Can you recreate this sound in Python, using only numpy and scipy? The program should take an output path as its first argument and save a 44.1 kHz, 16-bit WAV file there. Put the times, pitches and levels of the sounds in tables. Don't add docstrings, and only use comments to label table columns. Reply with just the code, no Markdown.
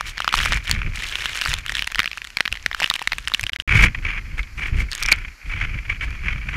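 import sys
import numpy as np
from scipy import signal
from scipy.fft import rfft, irfft
from scipy.io import wavfile
from scipy.ndimage import uniform_filter1d

SR = 44100
rng = np.random.default_rng(int(sys.argv[2]) if len(sys.argv) > 2 else 0)


def generate_wav(signal):
    frames = np.transpose(np.atleast_2d(signal))
    scaled = np.clip(frames, -1, 1) * 32767
    pcm = np.round(scaled).astype(np.int16)
    wavfile.write(sys.argv[1], SR, pcm)


N = 289296

# t/s, level/dB
GUST_ENVELOPES = [
    [(0.0, -41), (0.1, -31), (0.15, -40), (0.32, -38.5), (0.38, -21), (0.46, -27), (0.54, -15.5),
     (0.65, -37), (0.76, -18.5), (0.82, -25), (0.88, -19), (0.93, -28), (1.12, -36.5), (1.43, -40),
     (1.51, -23), (1.65, -38), (1.8, -32), (1.9, -46), (1.98, -31.5), (2.06, -47), (2.48, -48),
     (2.52, -28.5), (2.57, -40), (2.66, -37), (3.0, -49), (3.17, -34), (3.37, -45.5), (3.44, -27),
     (3.5, -50)],
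    [(3.68, -18.5), (3.79, -13.5), (3.85, -7), (3.93, -35.5), (3.98, -24.5), (4.3, -30), (4.41, -21.5),
     (4.49, -43.5), (4.6, -23.5), (4.67, -27.5), (4.76, -15.5), (4.82, -17.5), (4.96, -40.5), (5.05, -25),
     (5.28, -31.5), (5.4, -58), (5.47, -26), (5.79, -23.5), (5.84, -36), (5.92, -25.5), (5.96, -32.5),
     (6.08, -22.5), (6.16, -30), (6.25, -24), (6.39, -23), (6.43, -29.5), (6.56, -26)],
]
# t/s, level/dB
RUSH_ENVELOPES = [
    [(0.0, -35), (0.073, -39), (0.124, -41.5), (0.3, -32.5), (0.384, -27), (0.558, -24.5), (0.612, -38),
     (0.729, -24), (0.9, -39.5), (0.992, -32), (1.529, -33.5), (1.657, -39), (1.781, -37), (1.9, -58),
     (2.03, -41), (2.217, -59), (2.6, -51.5), (2.96, -41), (3.0, -51), (3.5, -48)],
    [(3.676, -24), (3.78, -14), (3.87, -14), (3.9, -38.5), (4.009, -41), (4.057, -27.5), (4.162, -27.5),
     (4.239, -42.5), (4.393, -38), (4.55, -51), (4.597, -26), (4.677, -25.5), (4.734, -42), (4.795, -24.5),
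     (4.874, -43.5), (5.107, -25), (5.29, -42.5), (5.334, -50), (5.43, -43), (5.48, -28), (5.629, -25.5),
     (5.755, -32.5), (5.866, -38), (5.919, -24.5), (5.98, -43.5), (6.041, -26.5), (6.122, -32.5),
     (6.25, -29), (6.3, -27), (6.457, -37.5), (6.5, -32), (6.56, -23)],
]
# t/s, level/dB
PORT_PUFFS = [(3.6765, -15), (3.7531, -29), (3.7916, -4), (3.8365, -3), (3.9466, -10.5), (4.049, -10),
              (4.0642, -13.5), (4.179, -21), (4.379, -14), (4.3918, -10), (4.5777, -20.5), (4.658, -24),
              (4.77, -24), (4.8153, -15.5), (5.0226, -16), (5.052, -14), (5.085, -4), (5.118, -1.5),
              (5.2475, -18.5), (5.28, -19.5), (5.4953, -20), (5.61, -13.5), (5.8505, -19.5), (5.896, -7.5),
              (6.009, -11.5), (6.0775, -30), (6.235, -29), (6.2823, -8), (6.487, -10)]
# f/Hz, relative level/dB
PORT_EQ = [(180, -38), (300, -20), (535, -29), (849, -23.5), (1350, -12), (1970, -7.5), (2320, 0.5),
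           (2690, -12), (3280, -17), (3690, -30), (6790, -36), (8280, -55), (9140, -38.5), (13400, -93),
           (15500, -93)]
# t/s, peak level/dB, ring f/Hz, crack level against the ring/dB
DROP_HITS = [(.0088, -6.5, 1250, -11.5), (0.1798, -9, 1910, -13), (.1908, -17, 3040, -15),
             (.2033, -6, 1280, -6.5), (.2202, -10, 3000, -23), (0.2448, -7.5, 1400, -15),
             (0.2777, 0.5, 1300, -36), (.2906, -8, 3000, -17), (.3263, -4.5, 1350, -11),
             (0.3403, 4, 1230, -25), (0.3538, -10, 3060, -8), (0.373, -11, 5210, -16),
             (0.3881, -3.5, 3080, -12), (0.4027, -4, 1800, -16), (0.4094, -9, 2280, -30),
             (0.4299, -9, 3120, -11), (.4339, -6.5, 2960, -19), (0.4563, -4.5, 2300, -6),
             (0.4594, -3.5, 1310, -11), (0.522, -3, 1410, -21), (.5265, -4, 2100, -12),
             (0.5727, -8.5, 1850, -9), (0.678, -11, 3000, -5.5), (.6952, -5.5, 1850, 0),
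             (0.7128, 5, 4410, -1), (1.042, -11, 2740, -10), (1.1249, -10, 3040, -22),
             (1.2572, -2.5, 2940, -11), (1.2632, -11, 3600, -14), (1.3897, -13, 3010, -4),
             (1.4134, -3, 2390, -7), (1.4192, -6, 2870, -17), (1.4397, -12, 2820, -2),
             (1.4595, -4.5, 1410, -23), (1.4738, -9, 1860, -4), (1.4826, -8.5, 2430, -12),
             (1.516, -7, 2380, -4), (1.5321, -10.5, 1960, -18), (1.539, -3.5, 3530, 1),
             (1.5861, -15, 2500, -3), (1.6631, -9, 2840, -2.5), (1.6816, -16, 3200, -12),
             (1.6947, -5.5, 1840, -10), (1.7213, -10, 1910, -1), (1.7684, -8.5, 3000, -5),
             (1.7928, -4.5, 2380, -31), (1.8222, -3.5, 2960, -12), (1.8438, -13, 2990, -4),
             (1.8715, -12.5, 2460, -1), (1.8745, -6, 1950, -5.5), (1.902, -20, 2040, -14),
             (1.9166, -17, 1850, 3), (1.9205, -12, 2460, -9), (1.9466, -6, 2570, -10),
             (1.957, -8, 1890, -3), (1.9843, -6.5, 2080, -17), (1.9927, 5.5, 1947, -31),
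             (2.0019, 2, 2300, -8), (2.0188, -14, 1860, -17), (2.031, -9, 2000, -5),
             (2.0429, -8, 1790, -16), (2.058, -5, 2340, -21), (2.0762, -7.5, 2720, -31),
             (2.1146, -13, 2460, -18), (2.1308, -14.5, 2430, -17), (2.1741, -13.5, 1700, -6.5),
             (2.1799, -14, 2500, -16), (2.218, -12.5, 2410, -26), (2.244, -18.5, 3500, -5),
             (2.2487, -16.5, 1900, -1), (2.272, -19, 2310, -4), (2.303, -21.5, 2600, -4),
             (2.3702, -2.5, 2300, -18), (2.3856, -16, 1960, -13), (2.4, -12, 1810, -25),
             (2.4062, 1.5, 1870, -19), (2.454, -6, 2360, -22), (2.4583, -5, 2360, -30),
             (2.4774, -7, 1820, -22), (2.518, -17, 2930, -20), (2.5255, -3.5, 2710, -6.5),
             (2.542, -20, 3000, -8), (2.554, -17, 2200, -12), (2.56, -20, 3000, -6),
             (2.5718, -17, 1960, -10), (2.6616, 1.5, 1980, -14), (2.7139, -9, 2060, -34),
             (2.7295, -13, 2030, -21), (2.7468, -6, 1520, -13), (2.8016, -6.5, 1720, -2),
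             (2.8057, -11, 2310, -12), (2.818, -9.5, 855, -24), (2.8235, -3.5, 2470, -21),
             (2.8304, -3, 1950, -14), (2.8363, -8, 2490, -18), (2.8424, 1.5, 2920, -25),
             (2.8628, -11, 2720, -3), (2.8752, -15, 1890, -1), (2.9004, 2.5, 3680, -10.5),
             (2.902, -11, 2700, -15), (2.9114, -8, 1200, -30), (2.939, -5.5, 2970, -6),
             (2.9544, -9, 2900, -8), (2.9574, -11.5, 2930, -10), (2.9617, -9, 2260, 1),
             (2.993, -11.5, 1910, -7), (3.0168, -13.5, 940, -23), (3.0238, -11.5, 2620, -4),
             (3.074, -0.5, 2050, -6.5), (3.1194, -6.5, 2500, -17), (3.1216, -6, 1960, -17),
             (3.1316, -5.5, 2180, -28), (3.1834, -8.5, 2460, -5), (3.2746, -3.5, 3110, -20),
             (3.2815, -7.5, 2630, 1), (3.3184, -14.5, 1150, -33), (3.3384, -2.5, 3830, -17.5),
             (3.3464, 4, 2900, -7), (3.3951, -6.5, 2060, -7), (3.4105, -12, 3260, 7),
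             (3.431, -11, 2570, -4), (3.4376, -5.5, 2470, -8), (3.4664, -6.5, 3020, -9),
             (3.4944, -9.5, 2260, -20), (4.4308, -23, 3440, -9), (4.916, -11, 4520, 2),
             (4.931, -7.5, 4370, -1), (4.9508, -10, 5650, 12), (4.9789, -14.5, 6600, -7),
             (5.027, -6.5, 5600, 1.5), (5.034, -6, 4630, 8), (5.0609, -6.5, 5600, 1),
             (5.0862, -11.5, 5360, -3), (5.1166, -6.5, 2990, 17), (5.1197, 6, 2240, -12),
             (5.1254, 5.5, 4400, -24), (5.1606, -27, 3400, 5), (5.187, -26.5, 4840, -1),
             (6.1055, -27.5, 4540, 9)]
# f/Hz, relative level/dB
CASE_EQ = [(180, -90.5), (300, -8), (774, -15), (1840, 5.5), (2140, -5.5), (2740, 2), (4300, -4),
           (4750, -9.5), (5340, -6), (8090, -22.5), (11700, -33), (13800, -36), (16000, -118.5)]
# start t/s, end t/s
WET_SPELLS = [(0, 3.62), (4.91, 5.14)]
# start t/s, end t/s, level/dB
SPRAY_BURSTS = [(0.06, 0.111, -39.5), (0.165, .33, -57), (0.333, 0.462, -35.5), (0.475, 0.589, -43),
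                (0.637, 0.752, -47), (0.948, 1.196, -42.5), (1.194, 1.541, -39.5), (1.55, 1.607, -49),
                (1.678, 1.73, -47), (1.739, 1.82, -44), (1.83, 2.2, -61.5), (2.763, 2.968, -52.5),
                (2.97, 3.5, -61), (3.677, 3.744, -43), (3.746, 3.825, -32), (3.817, 3.861, -26.5),
                (4.027, 4.09, -54), (4.375, 4.412, -47), (4.575, 4.702, -45.5), (4.758, 4.834, -40),
                (4.902, 5.138, -50.5), (5.46, 5.66, -53), (5.89, 5.93, -54), (6.026, 6.048, -39.5),
                (6.25, 6.33, -62), (6.464, 6.56, -55)]
# f/Hz, relative level/dB
WATERFALL_EQ = [(120, -47), (200, -9), (647, -13), (1500, -2), (2400, -1.5), (3430, -18), (4350, -6.5),
                (4680, -8), (5330, -10), (7300, -14), (8200, -22.5), (11700, -19.5), (14900, -30),
                (16000, -48)]
# start t/s, end t/s, jump back/s
STUTTERS = [(3.5208, 3.5678, .0667), (3.5875, 3.6218, .1334)]

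PUFF_RISE_S, PUFF_T60_S = 0.0025, 0.029
PATTER_PER_S, PATTER_HZ = 45, 2490
PATTER_OVER_SPRAY_DB, PATTER_SPREAD_DB, PATTER_CRACK_DB = 23, 2.5, -1.5
DROPOUT_S, RESUME_S, HIGH_CUT_HZ = 3.5012, 3.6762, 15600


def wind_buffet(gust_db):
    large = band(rng.standard_normal(N), 18.7, 54.7)
    large = unit(large / uniform_filter1d(large ** 2, int(0.054 * SR)) ** 0.35)
    small = unit(undb(4.4 * walk(40)) * band(rng.standard_normal(N), 49, 126.5))
    roar = unit(undb(4 * walk(70)) * band(rng.standard_normal(N), 160, 424))
    small_gain = undb(-5 + 0.21 * (gust_db + 8.5))
    roar_gain = undb(-25.5 + 0.75 * (gust_db + 13))
    return undb(gust_db) * (large + small_gain * small + roar_gain * roar)


def port_rush(rush_db):
    wet = wetness()
    flutter_db = (2.6 - 2.4 * wet) * walk(53) + 4 * walk(220) + 3 * wet * walk(600)
    envelope = undb(rush_db) * unit(undb(flutter_db))
    t = np.arange(int(.08 * SR)) / SR
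    puff = (1 - np.exp(-t / PUFF_RISE_S)) * np.exp(-np.log(1000) * t / PUFF_T60_S)
    for s, level_db in PORT_PUFFS:
        add(envelope, s, undb(level_db) * puff)
    return unit(colour(rng.standard_normal(N), PORT_EQ)) * envelope


def drop_hit(hz, crack_db, hiss):
    t = np.arange(len(hiss)) / SR
    contact_s = 0.00054 * (2000 / hz) ** 0.26
    push = t / contact_s * np.exp(1 - t / contact_s)
    grit = unit(band(hiss, 0.6 * hz, 1.11 * hz, order=1))
    ring = push * (np.sin(2 * np.pi * hz * t) + 0.23 * grit)
    tail = undb(-6.5) * unit(colour(hiss, CASE_EQ)) * np.exp(-t / 0.0017)
    crack = unit(band(hiss[::-1], 2330, 8600)) * push ** 2
    thump = undb(-23) * np.sin(2 * np.pi * 220 * t) * np.exp(-t / 0.0019)
    hit = ring / np.abs(ring).max() + tail + thump + undb(crack_db) * crack / np.abs(crack).max()
    return hit / np.abs(hit).max()


def drops_on_case(spray_db, patter_count=330):
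    out = np.zeros(N)
    for s, peak_db, hz, crack_db in DROP_HITS:
        add(out, s, undb(peak_db) * drop_hit(hz, crack_db, rng.standard_normal(600)))
    draws = rng.standard_normal((patter_count, 603))
    times = np.cumsum(rng.exponential(size=patter_count)) / PATTER_PER_S
    envelope = undb(spray_db + PATTER_OVER_SPRAY_DB) * wetness()
    for s, draw in zip(times[times < N / SR], draws):
        gain = envelope[int(s * SR)] * undb(PATTER_SPREAD_DB * draw[0])
        hz = PATTER_HZ * np.exp(0.33 * draw[1])
        add(out, s, gain * drop_hit(hz, PATTER_CRACK_DB + 6 * draw[2], draw[3:]))
    return out


def fine_spray(spray_db, ticks_per_s=450, spread_db=4, shapes=6):
    ticks = np.zeros(N)
    t = np.arange(300) / SR
    for _ in range(shapes):
        hits = (rng.random(N) < ticks_per_s / shapes / SR) * undb(spread_db * rng.exponential(size=N))
        grain = rng.standard_normal(len(t)) * t * np.exp(-t / .0003)
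        ticks += signal.fftconvolve(hits, grain)[:N]
    flutter = undb(3.3 * walk(130))
    hiss = band(rng.standard_normal(N), 2000, 6400, order=1)
    tearing = unit(flutter * band(hiss, 460, 11000, order=1))
    wet = wetness()
    sizzle = undb(11) * wet * unit(colour(ticks, CASE_EQ))
    return undb(spray_db) * (sizzle + undb(-1.5 + 2.7 * wet) * tearing)


def spray_envelope_db(drizzle_db=-61.5, fade_s=0.028):
    now = np.arange(N) / SR
    bursts = sum(undb(db) * ((now > start) & (now < end)) for start, end, db in SPRAY_BURSTS)
    envelope = uniform_filter1d(undb(drizzle_db) * wetness() + bursts, int(fade_s * SR))
    return 20 * np.log10(np.abs(envelope) + 1e-5)


def wetness():
    now = np.arange(N) / SR
    return sum((now > start) & (now < end) for start, end in WET_SPELLS)


def waterfall(level_db=-48.5):
    return undb(level_db) * unit(colour(rng.standard_normal(N), WATERFALL_EQ))


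def undb(db):
    return 10 ** (np.asarray(db) / 20)


def unit(x):
    return x / np.sqrt(np.mean(x ** 2))


def fader_db(envelopes):
    s, db = np.concatenate(envelopes).T
    return np.interp(np.arange(N) / SR, s, db)


def colour(x, eq, size=2048):
    hz, db = np.transpose(eq)
    log_hz = np.log(np.maximum(np.arange(size // 2 + 1), 1) * SR / size)
    cepstrum = irfft(np.interp(log_hz, np.log(hz), db) * np.log(10) / 20)
    cepstrum[1:size // 2] *= 2
    cepstrum[size // 2 + 1:] = 0
    return signal.fftconvolve(x, irfft(np.exp(rfft(cepstrum))))[:len(x)]


def band(x, lo_hz, hi_hz, order=2):
    return signal.sosfilt(signal.butter(order, [lo_hz, hi_hz], "bandpass", fs=SR, output="sos"), x)


def walk(rate_hz):
    hold = int(SR / rate_hz)
    steps = np.repeat(rng.standard_normal(N // hold + 1), hold)
    return unit(uniform_filter1d(steps, hold)[:N])


def add(out, s, sound):
    i = int(s * SR)
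    out[i:i + len(sound)] += sound[:N - i]


def scene():
    bed = waterfall()
    wind = wind_buffet(fader_db(GUST_ENVELOPES)) + port_rush(fader_db(RUSH_ENVELOPES))
    spray_db = spray_envelope_db()
    return (wind + drops_on_case(spray_db) + fine_spray(spray_db) + bed)[None]


def record(dry):
    out = dry.copy()
    out[:, int(DROPOUT_S * SR):int(RESUME_S * SR)] = 0
    for start, end, back in STUTTERS:
        snippet = np.arange(int(start * SR), int(end * SR))
        out[:, snippet] = dry[:, snippet - int(back * SR)]
    out = .82 * out / (1 + out ** 6) ** (1 / 6)
    return signal.sosfilt(signal.ellip(8, .2, 70, HIGH_CUT_HZ, fs=SR, output="sos"), out)


dry = scene()
out = record(dry)
generate_wav(out)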